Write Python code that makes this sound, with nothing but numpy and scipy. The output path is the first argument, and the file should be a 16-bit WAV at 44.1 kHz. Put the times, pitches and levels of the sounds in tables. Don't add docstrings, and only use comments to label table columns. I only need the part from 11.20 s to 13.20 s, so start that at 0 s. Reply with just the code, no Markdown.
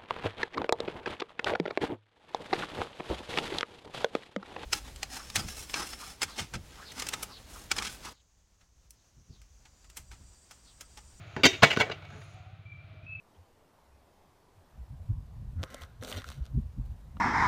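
import sys
import numpy as np
from scipy import signal
from scipy.fft import rfft, irfft
from scipy.io import wavfile

SR = 44100
rng = np.random.default_rng(int(sys.argv[2]) if len(sys.argv) > 2 else 0)


def unload_audio(sound):
    columns = np.transpose(np.atleast_2d(sound))
    steps = np.round(np.clip(columns, -1, 1) * 32767)
    wavfile.write(sys.argv[1], SR, steps.astype(np.int16))


N = 88200
T = np.arange(N) / SR


def from_db(db):
    return 10 ** (np.asarray(db) / 20)


def unit_energy(x):
    return x / np.sqrt(np.sum(x ** 2) + 1e-20)


def unit_rms(x):
    return unit_energy(x) * np.sqrt(len(x))


def decay(t60_s):
    return np.exp(-np.log(1000) * T / t60_s)


def convolve(x, response):
    return signal.fftconvolve(x, response)[:len(x)]


def filter_sos(x, order, edge_hz, kind="low"):
    return signal.sosfilt(signal.butter(order, edge_hz, kind, fs=SR, output="sos"), x)


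def coloured_noise(spectrum):
    hz, db = np.transpose(spectrum)
    f = np.fft.rfftfreq(N, 1 / SR) + 0.00088
    low_cut = np.minimum(f / hz[0], 1) ** 2
    gain = from_db(np.interp(np.log(f), np.log(hz), db)) * low_cut
    return unit_rms(irfft(rfft(rng.standard_normal(N)) * gain, N))


def drift(rate_hz):
    return unit_rms(filter_sos(rng.standard_normal(N), 2, rate_hz))


YARD_T60_S, YARD_BUILDUP_S = 0.32, .006


def yard_echo(colour):
    buildup = 1 - np.exp(-(T / YARD_BUILDUP_S) ** 2)
    return unit_energy(colour * decay(YARD_T60_S) * buildup)


CONTACTS_PER_S, CONTACT_SPREAD_DB, FIRST_CONTACT_DB = 900, 3.5, 1
SWELL_DB, CHATTER_FALL_DB = 11, 6


def contacts(length_s, swell_s, count=72):
    jitter, size = rng.random(count), rng.standard_normal(count)
    sign = rng.choice([-1, 1], count)
    s = (np.arange(count) + jitter - jitter[0]) / CONTACTS_PER_S
    db = CONTACT_SPREAD_DB * np.clip(size, -2, 2) - CHATTER_FALL_DB * np.minimum(s / length_s, 1)
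    db[0] = FIRST_CONTACT_DB
    db = db - SWELL_DB * np.clip((swell_s - s) / (abs(swell_s) + 1e-9), 0, 1)
    end_fade = np.clip((length_s - s) * CONTACTS_PER_S, 0, 1)
    return np.bincount((s * SR).astype(int), sign * from_db(db) * end_fade, SR // 2)[:SR // 2]


FAVOUR_DB, FAVOUR_OCTAVES = 9.5, 0.15


def struck_body(clicks, modes, favoured_hz):
    ring = 0
    for hz, db, t60_s in modes:
        radius, angle = from_db(-60 / (t60_s * SR)), 2 * np.pi * hz / SR
        favour_db = FAVOUR_DB * np.exp(-(np.log2(hz / favoured_hz) / FAVOUR_OCTAVES) ** 2)
        poles = [1, -2 * radius * np.cos(angle), radius * radius]
        ring = ring + from_db(db + favour_db) * unit_energy(signal.lfilter([1, 1], poles, clicks))
    return unit_energy(ring)


# t/s, length/s, swell/s, tool share/0-1, favoured f/Hz,
# then thud, knock, clack, tick level/dB (energy spread over LEVEL_SPAN_S)
KNOCKS = [ (0.1644, 0.0017, 0, 0.32, 857, -36, -36.5, -43.5, -61),
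          (0.169, 0.0424, 0, 1, 399.6, -37.5, -41.5, -48.5, -73),
          (0.2343, 0.016, 0, 0.89, 4700, -20.5, -24.5, -15.5, -33),
          (.251, 0.016, 0.0012, 0.99, 266, -21.5, -22, -15, -25),
          (0.33, 0.033, 0, 0.6, 2280, -45, -47, -37.5, -75),
          (0.4212, 0.012, 0.0053, 0.53, 143, -18.5, -20, -25, -51.5),
          (0.428, 0.02226, 0.0035, 0, 1583, -25, -14, -13.5, -30.5),
          (0.501, 0.0199, 0.013, 0, 2920, -40.5, -34, -24.5, -47),
          (0.525, 0.01806, 0.0037, 0.4, 755, -42.5, -36.5, -34.5, -49),
          (0.5632, 0.00153, 0.037, 0.2, 3860, -38.5, -38.5, -36.5, -68),
          (0.572, 0.002, 0.0081, 0.62, 1410, -28, -29.5, -36, -50),
          (0.587, 0.019, 0, 0.34, 120, -36, -41, -40, -49),
          (.597, 0.014, .005, 0, 3760, -33.5, -29.5, -26.5, -42),
          (.606, 0.015, 0, 0, 2230, -62, -25.5, -23, -44),
          (0.62, 0.0149, 0.0033, 0.04, 750, -42, -32.5, -41, -70),
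          (0.662, 0.0558, 0, 1, 707, -41.5, -39.5, -66, -78),
          (0.697, 0.00338, 0.0039, 0.05, 410, -39.5, -36.5, -46, -79),
          (.712, 0.013, 0.0027, 0.29, 2860, -45, -40.5, -37, -67),
          (0.822, 0.0043, 0, 0.45, 2250, -72, -56.5, -61.5, -83),
          (0.848, 0.0067, .004, 0, 2290, -68.5, -59, -55, -75),
          (0.903, 0.0051, 0, 0, 700, -61.5, -53, -63, -71.5),
          (0.921, 0.065, 0, .1, 447, -47, -50, -75, -80),
          (1.012, 0.012, 0.0038, 1, 636, -67.5, -56, -59, -70.5),
          (1.724, .025, 0.012, 0.95, 266, -61.5, -68.5, -71.5, -94),
          (1.838, 0.014, 0.016, .9, 266, -59.5, -69, -70.5, -90), ]
REGISTER_EDGES_HZ = [75, 450, 1800, 5200, 16000]
# f/Hz, relative level/dB, t60/s
TOOL_MODES = [(269.7, 0, .06), (379, -4, 0.15), (562, -0.5, .05), (672, 0, .11), (1495, -1, .06),
              (1980, -10.5, 0.14), (2380, -5, .05), (2724, -3.5, .14), (2846, -5, .06), (3118, -4.5, .08),
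              (3680, -5.5, 0.24), (3750, -2.5, .15), (4636, -3.5, .06), (4880, -7.5, 0.086),
              (5660, -8, .14), (6207, -6, 0.13)]
# f/Hz, relative level/dB, t60/s
PIPE_MODES = [(144, -0.5, .08), (434, -1.5, .08), (735.2, -6.5, 0.092), (855, -5, 0.087), (1492, -1, .04),
              (1605, -4.5, .04), (1950, -5.5, 0.18), (2253, 0.5, .11), (2690, -3.5, .09), (2870, -4, .1),
              (3443, -11.5, 0.11), (4250, -6.5, .06), (4920, -12.5, .09), (6200, -18.5, .09),
              (6880, -12.5, 0.15)]
# f/Hz, relative density/dB
CRACK_SPECTRUM = [(70, -11.5), (140, 4), (260, 3.5), (400, 3.5), (560, 2), (800, 1), (1150, -3),
                  (1600, -2.5), (2100, -1.5), (3000, -2.5), (5000, -14.5), (7000, -11.5), (9500, -29.5),
                  (15000, -31.5)]
CRACK_T60_S, CRACK_ECHO_DB, MODES_DB, LEVEL_SPAN_S = .022, -13.5, -1, .02


def knocks():
    out = np.zeros(2 * N)
    bands = list(zip(REGISTER_EDGES_HZ, REGISTER_EDGES_HZ[1:]))
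    for start_s, length_s, swell_s, share, favoured_hz, *levels_db in KNOCKS:
        share = np.clip(share, 0, 1)
        colour = coloured_noise(CRACK_SPECTRUM)
        clicks = contacts(length_s, swell_s)
        crack = unit_energy(colour * decay(CRACK_T60_S))
        crack = crack + from_db(CRACK_ECHO_DB) * yard_echo(colour[::-1])
        tool = np.sqrt(share) * struck_body(clicks, TOOL_MODES, favoured_hz)
        pipes = np.sqrt(1 - share) * struck_body(clicks, PIPE_MODES, favoured_hz)
        cracks = unit_energy(convolve(clicks, crack[:len(clicks)]))
        raw = cracks + from_db(MODES_DB) * (tool + pipes)
        hit = sum(from_db(db) * unit_energy(filter_sos(raw, 3, band, "band"))
                  for band, db in zip(bands, levels_db))
        start = int(start_s * SR)
        out[start:start + len(hit)] += hit * np.sqrt(LEVEL_SPAN_S * SR)
    return out[:N]


def ringing(modes):
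    return sum((-1) ** k * from_db(db) * decay(t60_s) * np.sin(2 * np.pi * hz * T)
               for k, (hz, db, t60_s) in enumerate(modes))


# f/Hz, relative level/dB, t60/s
EXHAUST_MODES = [(100.5, -1.5, 0.18), (131, -7, 0.018)]
# f/Hz, relative density/dB
RUMBLE_SPECTRUM = [(25, -21), (45, -2.5), (70, 6.5), (150, 15), (220, -12.5), (330, -8.5), (600, -45)]
FIRING_HZ, FIRST_FIRING_S, FIRING_SPREAD_DB = 15.93, .007, 0.65
BASS_CUT_HZ, MUFFLER_HZ = 45, 192
ENGINE_DB, RUMBLE_DB = -50.5, -55.5


def engine(count=36):
    at = ((FIRST_FIRING_S + np.arange(count) / FIRING_HZ) * SR).astype(int)
    firing_gain = from_db(FIRING_SPREAD_DB * rng.standard_normal(count))
    firings = np.bincount(at, firing_gain, N)[:N]
    thumps = convolve(firings, ringing(EXHAUST_MODES))
    thumps = filter_sos(thumps, 2, [BASS_CUT_HZ, MUFFLER_HZ], "band")
    return from_db(ENGINE_DB) * unit_rms(thumps) + from_db(RUMBLE_DB) * coloured_noise(RUMBLE_SPECTRUM)


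def tone(curve, waver, flutter_db, partials=((1, 0),)):
    s, hz, db = np.transpose(curve)
    pitch_hz = np.interp(T, s, hz) * (1 + waver * drift(86.3))
    phase = 2 * np.pi * np.cumsum(pitch_hz) / SR
    level = from_db(np.interp(T, s, db) + flutter_db * drift(45))
    level = level * (T >= s[0]) * (T <= s[-1])
    harmonics = sum(from_db(k_db) * np.sin(round(k) * phase) for k, k_db in partials)
    return np.sqrt(2) * level * harmonics


# t/s, f/Hz, level/dB
WHISTLES = [
    [(1.44, 2280, -79.5), (1.465, 2340, -58.5), (1.505, 2350, -60.5), (1.522, 2347, -47.5),
     (1.568, 2325, -58.5), (1.614, 2367, -58), (1.68, 2330, -75), (1.8, 2335, -69.5), (2, 2360, -63)],
    [(1.825, 2440, -68), (1.845, 2490, -64.5), (1.872, 2585, -56.5), (1.925, 2609, -39),
     (1.98, 2614, -45.5), (2, 2604, -49.5)],
]
# t/s, fundamental f/Hz, level/dB
FAR_CALLS = [
    [(1.13, 697.6, -70), (1.175, 750, -56), (1.22, 714, -62), (1.27, 744, -60.5), (1.42, 793, -78),
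     (1.48, 794.4, -89)],
    [(1.6, 658, -81), (1.71, 630, -65), (1.85, 624.9, -68.5), (2, 620.5, -76.5)],
]
# multiple, relative level/dB
FAR_PARTIALS = [(1, -1.5), (2, -14)]
BIRD_WAVER, BIRD_FLUTTER_DB, BIRD_ECHO_DB, FAR_WAVER = 0.0034, 3.93, -20, 0.0183


def birds():
    near = sum(tone(c, BIRD_WAVER, BIRD_FLUTTER_DB) for c in WHISTLES)
    far = sum(tone(c, FAR_WAVER, flutter_db=1.5, partials=FAR_PARTIALS) for c in FAR_CALLS)
    echo = convolve(near, yard_echo(rng.standard_normal(N)))
    return near + from_db(BIRD_ECHO_DB) * echo + far


# t/s, fundamental f/Hz, level/dB
WHINE = [(.82, 1650, -98), (.9, 1940, -95), (.95, 2040, -80.5), (1.0, 2245, -80), (1.03, 2220, -77),
         (1.06, 2110, -82), (1.11, 2060, -79), (1.2, 1480, -91), (1.32, 1240, -90)]
# multiple, relative level/dB
WHINE_PARTIALS = [(3, -4), (4, -4), (5, 0), (6, -18), (7, -12)]


def whine():
    return tone(WHINE, waver=0.0042, flutter_db=4.0, partials=WHINE_PARTIALS)


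# t/s, level/dB
AIR_LEVEL = [(0, -55), (.7, -52), (1.03, -57.5), (1.26, -60.5), (1.5, -65), (1.7, -61), (2, -66)]
# f/Hz, relative density/dB
AIR_SPECTRUM = [(150, -7), (230, -20), (320, -7.5), (420, -9.5), (520, -9), (640, 1), (760, -4.5),
                (950, -12.5), (1350, -2.5), (1750, -11.5), (2400, -5), (2950, -12), (3300, -12),
                (3900, -13.5), (5100, -27), (7000, -41), (8500, -37.5), (15500, -45.5)]
# t/s, level/dB
HISS_LEVEL = [(0, -73.5), (.55, -55.5), (.78, -87), (.93, -67.5), (1.13, -69.5), (1.3, -84.5), (1.45, -88),
              (2, -96)]
# f/Hz, relative density/dB
HISS_SPECTRUM = [(3000, -2), (4200, 7), (5200, 1), (6800, 10), (8000, -14), (10500, -20.5), (15000, -24.5)]


def air():
    murmur = from_db(np.interp(T, *np.transpose(AIR_LEVEL))) * coloured_noise(AIR_SPECTRUM)
    hiss = from_db(np.interp(T, *np.transpose(HISS_LEVEL))) * coloured_noise(HISS_SPECTRUM)
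    return murmur + hiss


def scene():
    return (knocks() + engine() + birds() + whine() + air())[None]


CUTOFF_HZ = 15800


def record(dry):
    ceiling = 1.2
    lowpass = signal.ellip(10, .1, 70, CUTOFF_HZ, fs=SR, output="sos")
    return signal.sosfilt(lowpass, ceiling * np.tanh(dry / ceiling))


dry = scene()
out = record(dry)
unload_audio(out)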